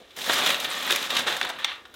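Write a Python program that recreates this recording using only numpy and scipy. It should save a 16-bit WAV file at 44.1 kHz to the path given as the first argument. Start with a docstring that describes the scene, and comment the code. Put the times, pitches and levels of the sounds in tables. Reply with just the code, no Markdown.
"""Dry bamboo strips rattle as two hands sweep them into a bundle and drag it off a dusty workbench.
Stick-slip friction between the strips excites their bending modes, and splintery edges crackle over
the grit. Loose strips clack together and slap the bench, its top rumbles, and smooth skins squeak.
A small workshop reverberates briefly over faint air noise; the sound is mono."""
import sys
import numpy as np
from scipy import signal
from scipy.fft import rfft, irfft
from scipy.io import wavfile
from scipy.ndimage import uniform_filter1d

SR = 44100
rng = np.random.default_rng(int(sys.argv[2]) if len(sys.argv) > 2 else 0)


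def unload_wav(signal):
    """Save mono or channel-first audio to the path in sys.argv[1] as 16-bit WAV at rate SR, clipped to [-1, 1]."""
    wavfile.write(
        sys.argv[1],
        SR,
        np.round(np.clip(np.atleast_2d(signal).T, -1, 1) * 32767).astype(np.int16),
    )


N = 85995
TOP_HZ = 16000


def rattle(count=14):
    """Stick-slip excitation: each strip stutters along its neighbours and rings in its own modes."""
    # Each row: frequency in Hz, relative level in dB.
    spectrum = [(450, -18), (800, -10), (1100, -1), (1800, -4.5), (2800, -2.5), (3700, 1), (4150, -4),
                (4800, -16), (6500, -8), (9000, -33)]
    strips = sum(through(contacts(rate=110, spread_db=1.5), strip(t60=0.027)) for _ in range(count))
    bundle = pile(strips * catches(rate=50, depth_db=1.8), ring_db=-17.5)
    return undb(-1) * dragged(through(bundle, colour(spectrum)), column=1, window=1800)


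def strip(t60, count=36):
    """Bending modes of one strip: damping grows with frequency, and t60 holds at 2 kHz."""
    hz = 220 + 4800 * (np.arange(count) + rng.random(count)) / count
    return ringing(hz, rng.choice([-1, 1], count), t60 * (hz / 2000) ** -.5, size=2000)


def pile(x, ring_db):
    """Sympathetic resonance: x excites the modes of the strips lying on the bench."""
    # Each row: frequency in Hz, relative level in dB, 60 dB decay time in seconds.
    modes = [(268, 0, 0.36), (499.5, -7, 0.25), (590.5, 0.5, 0.09), (735.8, 7, 0.48), (946, 0.5, 0.04),
             (1160, -8, 0.36), (1713, 12, 0.031), (1798, 13, 0.037), (2383, -24.5, 0.12), (2718, 0.5, 0.16),
             (2640, -4.5, 0.24), (3456, -1.5, 0.023), (3677, 5, 0.035), (3727, 3.5, 0.017)]
    hz, db, t60 = np.array(modes, float).T
    gains = undb(db) * (-1) ** np.arange(len(hz))
    return x + undb(ring_db) * through(x, ringing(hz, gains, t60))


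def contacts(rate, spread_db):
    """A Poisson process of tiny impacts, rate per second, mostly weak with a few strong ones."""
    strength = undb(spread_db * np.minimum(rng.exponential(size=N), 4))
    return (rng.random(N) < rate / SR) * strength * rng.choice([-1, 1], N)


def catches(rate, depth_db):
    """Amplitude modulation by friction: quick random swells as the strips catch and let go."""
    hold = max(int(SR / rate), 2)
    steps = rng.standard_normal(N)[np.arange(N) // hold]
    return undb(depth_db * uniform_filter1d(steps, hold))


def dragged(x, column, window=2600):
    """Envelope shaping: x is divided by its running RMS, then follows one level curve of the drag."""
    # Each row: time in seconds, then relative levels in dB of rattle, scrape, fizz and bench rumble.
    drag = [(0, -53.5, -64, -72, -39), (0.06, -55.5, -68.5, -76, -74), (0.155, -53, -63.5, -66, -88),
            (0.173, -40, -46.5, -52, -41.5), (0.249, -34, -39.5, -44, -43.5),
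            (0.289, -25, -37.5, -40, -30.5), (0.335, -24, -32, -41, -36), (0.42, -24.5, -37, -43, -31.5),
            (0.508, -23, -34.5, -39, -34), (0.585, -35.5, -48, -49, -41), (0.64, -30, -41, -47, -39.5),
            (0.685, -35, -50, -53, -38), (0.714, -29.5, -40.5, -45, -42), (0.79, -32, -43.5, -48, -39.5),
            (0.87, -29.5, -41, -47, -38.5), (0.93, -26, -35.5, -43, -33.5), (1.0, -32.5, -40.5, -49, -43),
            (1.049, -29.5, -39.5, -44.5, -38.5), (1.085, -38, -46, -55, -45.5),
            (1.118, -28.5, -42.5, -47, -36), (1.192, -24, -34.5, -48, -33), (1.257, -40, -54, -55, -41),
            (1.276, -24, -35.5, -45.5, -34), (1.33, -29.5, -43.5, -50.5, -38),
            (1.4, -37.5, -46, -52, -44.5), (1.448, -31, -48, -58, -38.5), (1.52, -41, -52.5, -70, -48),
            (1.57, -43.5, -62, -66, -47), (1.62, -36.5, -55.5, -72, -48.5),
            (1.72, -32.5, -57.5, -63, -55.5), (1.81, -62, -67, -75, -64), (1.93, -57, -70, -70, -60)]
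    rows = np.array(drag)
    steady = x / np.sqrt(uniform_filter1d(x ** 2, window) + 1e-12)
    return steady * undb(np.interp(np.arange(N) / SR, rows[:, 0], rows[:, column]))


def clacks():
    """Impact transients superpose as loose strips strike each other and the bench."""
    # Each row: start in seconds, relative levels in dB of slap, knock, ring and tick,
    # slap pitch in Hz, knock pitch in Hz, time constant of the chatter in seconds.
    impacts = [(0.107, -76, -52, -47.5, -73, 550, 2350, 0.0062),
               (0.165, -56, -44, -40.5, -41, 583, 1970, 0.011),
               (0.188, -46, -36, -35, -38.5, 730, 2000, 0.016),
               (0.217, -43, -42, -28, -44, 630, 2010, 0.0092),
               (0.242, -54, -37, -29.5, -46, 640, 1940, 0.006),
               (0.296, -21.5, -19, -20, -49, 715, 1860, 0.0038),
               (0.332, -34, -27, -39, -27, 640, 1900, 0.017),
               (0.381, -39, -39, -26, -32, 595, 1860, 0.0092),
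               (0.4616, -33, -23.5, -17.5, -27, 650, 1920, 0.0089),
               (0.471, -59.5, -33, -21, -34, 700, 2010, 0.0059),
               (0.4925, -24.5, -24.5, -47, -39, 610, 2500, 0.0033),
               (0.504, -32, -24, -23, -29.5, 576, 2350, 0.0049),
               (0.544, -60, -27.5, -23.5, -41, 700, 1790, 0.0084),
               (0.6, -42, -41, -25.5, -32.5, 640, 1920, 0.0095),
               (0.644, -42, -31, -23, -34.5, 650, 1940, 0.011),
               (0.827, -48, -43, -31, -38, 745, 2030, 0.0051),
               (0.875, -33, -27.5, -35, -50, 660, 1930, 0.003),
               (0.9011, -40, -22, -33, -44, 392, 1710, 0.0016),
               (0.9065, -34, -23, -17.5, -29.5, 347, 2120, 0.0048),
               (0.9186, -40.5, -38, -24, -28, 352, 1930, 0.0082),
               (0.925, -35, -25.5, -19, -44, 363, 2570, 0.0012),
               (0.96, -44, -26, -33, -26.5, 560, 2360, 0.003),
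               (1.027, -67, -48, -30, -39, 550, 1880, 0.0028),
               (1.1039, -40, -30, -21, -36, 524, 1970, 0.0054),
               (1.1675, -45, -26.5, -16.5, -33, 590, 2190, 0.0043),
               (1.191, -49, -34, -39, -34, 780, 1660, 0.0081),
               (1.266, -32, -25, -29, -62, 435, 1460, 0.008),
               (1.28, -34.5, -25.5, -25, -54, 355, 1600, 0.0095),
               (1.325, -47, -27.5, -27, -42, 536, 1830, 0.006),
               (1.366, -39, -32, -29, -35.5, 770, 1570, 0.0053),
               (1.4133, -34, -20.5, -28.5, -41, 733, 2340, 0.0027),
               (1.429, -40, -38, -24, -57, 374, 1690, 0.0041),
               (1.449, -48, -28.5, -43, -41, 685, 1500, 0.0043),
               (1.491, -66, -30.5, -55, -39.5, 730, 1614, 0.0034),
               (1.499, -39, -29.5, -28.5, -43, 660, 1390, 0.0059),
               (1.587, -47, -31.5, -38, -46.5, 623, 1810, 0.023),
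               (1.645, -34, -25.5, -16, -37.5, 807, 2140, 0.004),
               (1.853, -70, -43, -44, -63, 500, 1470, 0.0083), (1.94, -59, -46, -43, -49, 533, 1480, 0.011)]
    out = np.zeros(N)
    for start, *levels_db, slap_hz, knock_hz, chatter_s in impacts:
        i = int(start * SR)
        x = clack(levels_db, slap_hz, knock_hz, chatter_s)[:N - i]
        out[i:i + len(x)] += x
    return out


def clack(levels_db, slap_hz, knock_hz, chatter_s, size=4096):
    """Decaying contact chatter excites a hollow slap, woody knock, bright ring and splintery tick."""
    # Each row: frequency as a multiple of the pitch, relative level in dB.
    slap_shape = [(.2, -25), (.45, -17), (.8, -8), (1, 2), (1.25, -1), (1.8, -12), (3, -37)]
    knock_shape = [(.3, -32.5), (.5, -5), (.8, -2), (1, 2.5), (1.25, -7), (1.8, -11), (3.2, -35.5)]
    # Each row: frequency in Hz, relative level in dB.
    ring_spectrum = [(1700, -33), (2700, -5.5), (3150, -4.5), (3750, 1), (4200, -11.5), (5000, -17),
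                     (8000, -22.5)]
    tick_spectrum = [(2500, -18), (4800, 0), (6500, 3.5), (9000, -1), (13000, 0), (16000, -3.5)]
    t = np.arange(size) / SR
    impulses = rng.choice([-1, 1], (4, size)) * (rng.random(size) < .5)
    chatter = impulses * np.exp(-t / max(chatter_s, .001))
    parts = (resonance(chatter[0], slap_shape, slap_hz, ring_db=-6.5, t60=0.079),
             resonance(chatter[1], knock_shape, knock_hz, ring_db=-15, t60=0.029),
             through(chatter[2], colour(ring_spectrum)),
             through(chatter[3], colour(tick_spectrum)))
    gains = undb(np.add(levels_db, [0.5, 0, -1.5, 0]))
    blow_s = 0.0058  # each part carries the energy of its level held this long
    return np.sqrt(blow_s * SR) * sum(gain * unit(part) for gain, part in zip(gains, parts))


def resonance(x, shape, hz, ring_db, t60, size=4096):
    """A broad resonance of a struck strip, with one damped mode ringing on at its centre."""
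    mode = np.cos(2 * np.pi * hz * np.arange(size) / SR) * decay(t60, size)
    broad = unit(through(x, colour([(ratio * hz, db) for ratio, db in shape])))
    return broad + undb(ring_db) * unit(through(broad, mode))


def crackle():
    """Roughness noise: splintery edges scrape on each other and fizz over dust, catching together."""
    # Each row: frequency in Hz, relative level in dB.
    scrape_spectrum = [(3000, -27), (4700, 0.5), (6700, -2), (8800, -7), (11000, -11)]
    fizz_spectrum = [(7500, -14), (10000, -2.5), (13500, 4), (16000, -3.5)]
    grip = catches(rate=290, depth_db=1.0)
    scrape = through(contacts(rate=4000, spread_db=2.5) * grip, colour(scrape_spectrum))
    fizz = through(contacts(rate=3600, spread_db=5.0) * grip, colour(fizz_spectrum))
    return undb(0.5) * dragged(scrape, column=2) + undb(-1.5) * dragged(fizz, column=3)


def bench():
    """Forced vibration: the bench top rumbles as the sliding strips drum on it."""
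    # Each row: frequency in Hz, relative level in dB.
    spectrum = [(60, -24), (100, -20), (160, -3.5), (200, -3.5), (270, -0.5), (380, -2.5), (550, 2),
                (750, 1), (1000, -8), (1800, -34)]
    drumming = pile(contacts(rate=800, spread_db=2), ring_db=-21.5)
    return undb(-3.5) * dragged(through(drumming, colour(spectrum)), column=4)


def squeaks(half_width_s=0.0032, pitch_spread=.06):
    """Stick-slip oscillation of one smooth skin on another gives tiny tones of unsteady pitch."""
    # Each row: centre time in seconds, frequency in Hz, level in dB.
    tones = [(0.704, 8800, -34.5), (.715, 7800, -38), (.773, 7600, -42), (0.779, 6800, -38.5),
             (.828, 7100, -43), (.868, 13400, -36)]
    t = np.arange(N) / SR
    wobble = 1 + pitch_spread * np.sqrt(30) * uniform_filter1d(rng.standard_normal(N), size=30)
    phase_per_hz = 2 * np.pi * np.cumsum(wobble) / SR
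    return sum(np.sqrt(2) * undb(db) * np.sin(hz * phase_per_hz) * np.exp(-((t - at) / half_width_s) ** 2)
               for at, hz, db in tones)


def workshop(x, build_s=0.02, dull_hz=6600, size=24000, bands=9):
    """Reverberation: diffuse reflections build up and fade, lasting longest in the midrange."""
    # Each row: frequency in Hz, reverberation time in seconds.
    room_t60 = [(150, 0.16), (700, 0.45), (1500, 0.5), (3700, 0.23), (7000, 0.25), (16000, 0.15)]
    t, hz = np.arange(size) / SR, np.arange(size // 2 + 1) * SR / size
    noise = rfft(rng.standard_normal(size)) / np.hypot(1, hz / dull_hz)
    centres = np.geomspace(100, TOP_HZ, bands)
    tail = np.zeros(size)
    for centre, weights in zip(centres, np.eye(bands)):
        band = irfft(noise * on_log(hz, list(zip(centres, weights))))
        tail += band * decay(on_log(centre, room_t60), size)
    onset = 1 - np.exp(-t / build_s)
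    return .6 * undb(-9.5) * through(x, unit(tail * onset))


def air():
    """Ambient noise floor: the faint, steady air of the workshop."""
    # Each row: frequency in Hz, relative level in dB.
    spectrum = [(25, -11), (70, 8.5), (150, -7.5), (350, 7.5), (700, 1), (1500, -22), (3800, -11.5),
                (5500, -42.5), (16000, -43)]
    return undb(-59) * through(rng.standard_normal(N), colour(spectrum))


def ringing(hz, gain, t60, size=6000):
    """Modal superposition at unit energy; gain sets each damped mode's share."""
    t = np.arange(size) / SR
    modes = np.sin(2 * np.pi * hz[:, None] * t) * decay(t60[:, None], size)
    return unit((gain / np.sqrt(t60)) @ modes)


def colour(points, size=2048):
    """Minimum-phase, unit-energy response through (Hz, dB) points, rolling off beyond their ends."""
    hz = np.maximum(np.arange(size // 2 + 1), .5) * SR / size
    octaves_outside = np.maximum(np.log2(points[0][0] / hz), 0) + np.maximum(np.log2(hz / points[-1][0]), 0)
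    skirt_db = np.minimum(32 * octaves_outside, 28)
    cepstrum = irfft(np.log(undb(on_log(hz, points) - skirt_db)))
    cepstrum[1:size // 2] *= 2  # folding onto positive time makes the response causal
    cepstrum[size // 2 + 1:] = 0
    return unit(irfft(np.exp(rfft(cepstrum))))


def decay(t60, size):
    """Exponential damping by 60 dB in t60 seconds."""
    t = np.arange(size) / SR
    return np.exp(-np.log(1000) * t / t60)


def on_log(hz, points):
    """Interpolation of (Hz, value) points on a log-frequency axis."""
    freqs, values = np.array(points, float).T
    return np.interp(np.log(hz + 1), np.log(freqs), values)


def through(x, response):
    """Convolution with an impulse response."""
    return signal.fftconvolve(x, response)[:len(x)]


def unit(x):
    """Normalisation to unit energy."""
    return x / np.sqrt(np.sum(x ** 2) + 1e-18)


def undb(db):
    """Decibels to amplitude ratio."""
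    return 10 ** (np.asarray(db) / 20)


def scene():
    """Superposition of direct sound, reverberation and air, alike in both channels."""
    direct = rattle() + crackle() + bench() + clacks() + squeaks()
    mono = direct + workshop(direct) + air()
    return np.array([mono, mono])


def record(dry):
    """Band limiting: a steep elliptic low-pass removes the treble above TOP_HZ."""
    return signal.sosfilt(signal.ellip(10, .2, 70, TOP_HZ, fs=SR, output="sos"), dry)


dry = scene()
out = record(dry)
unload_wav(out)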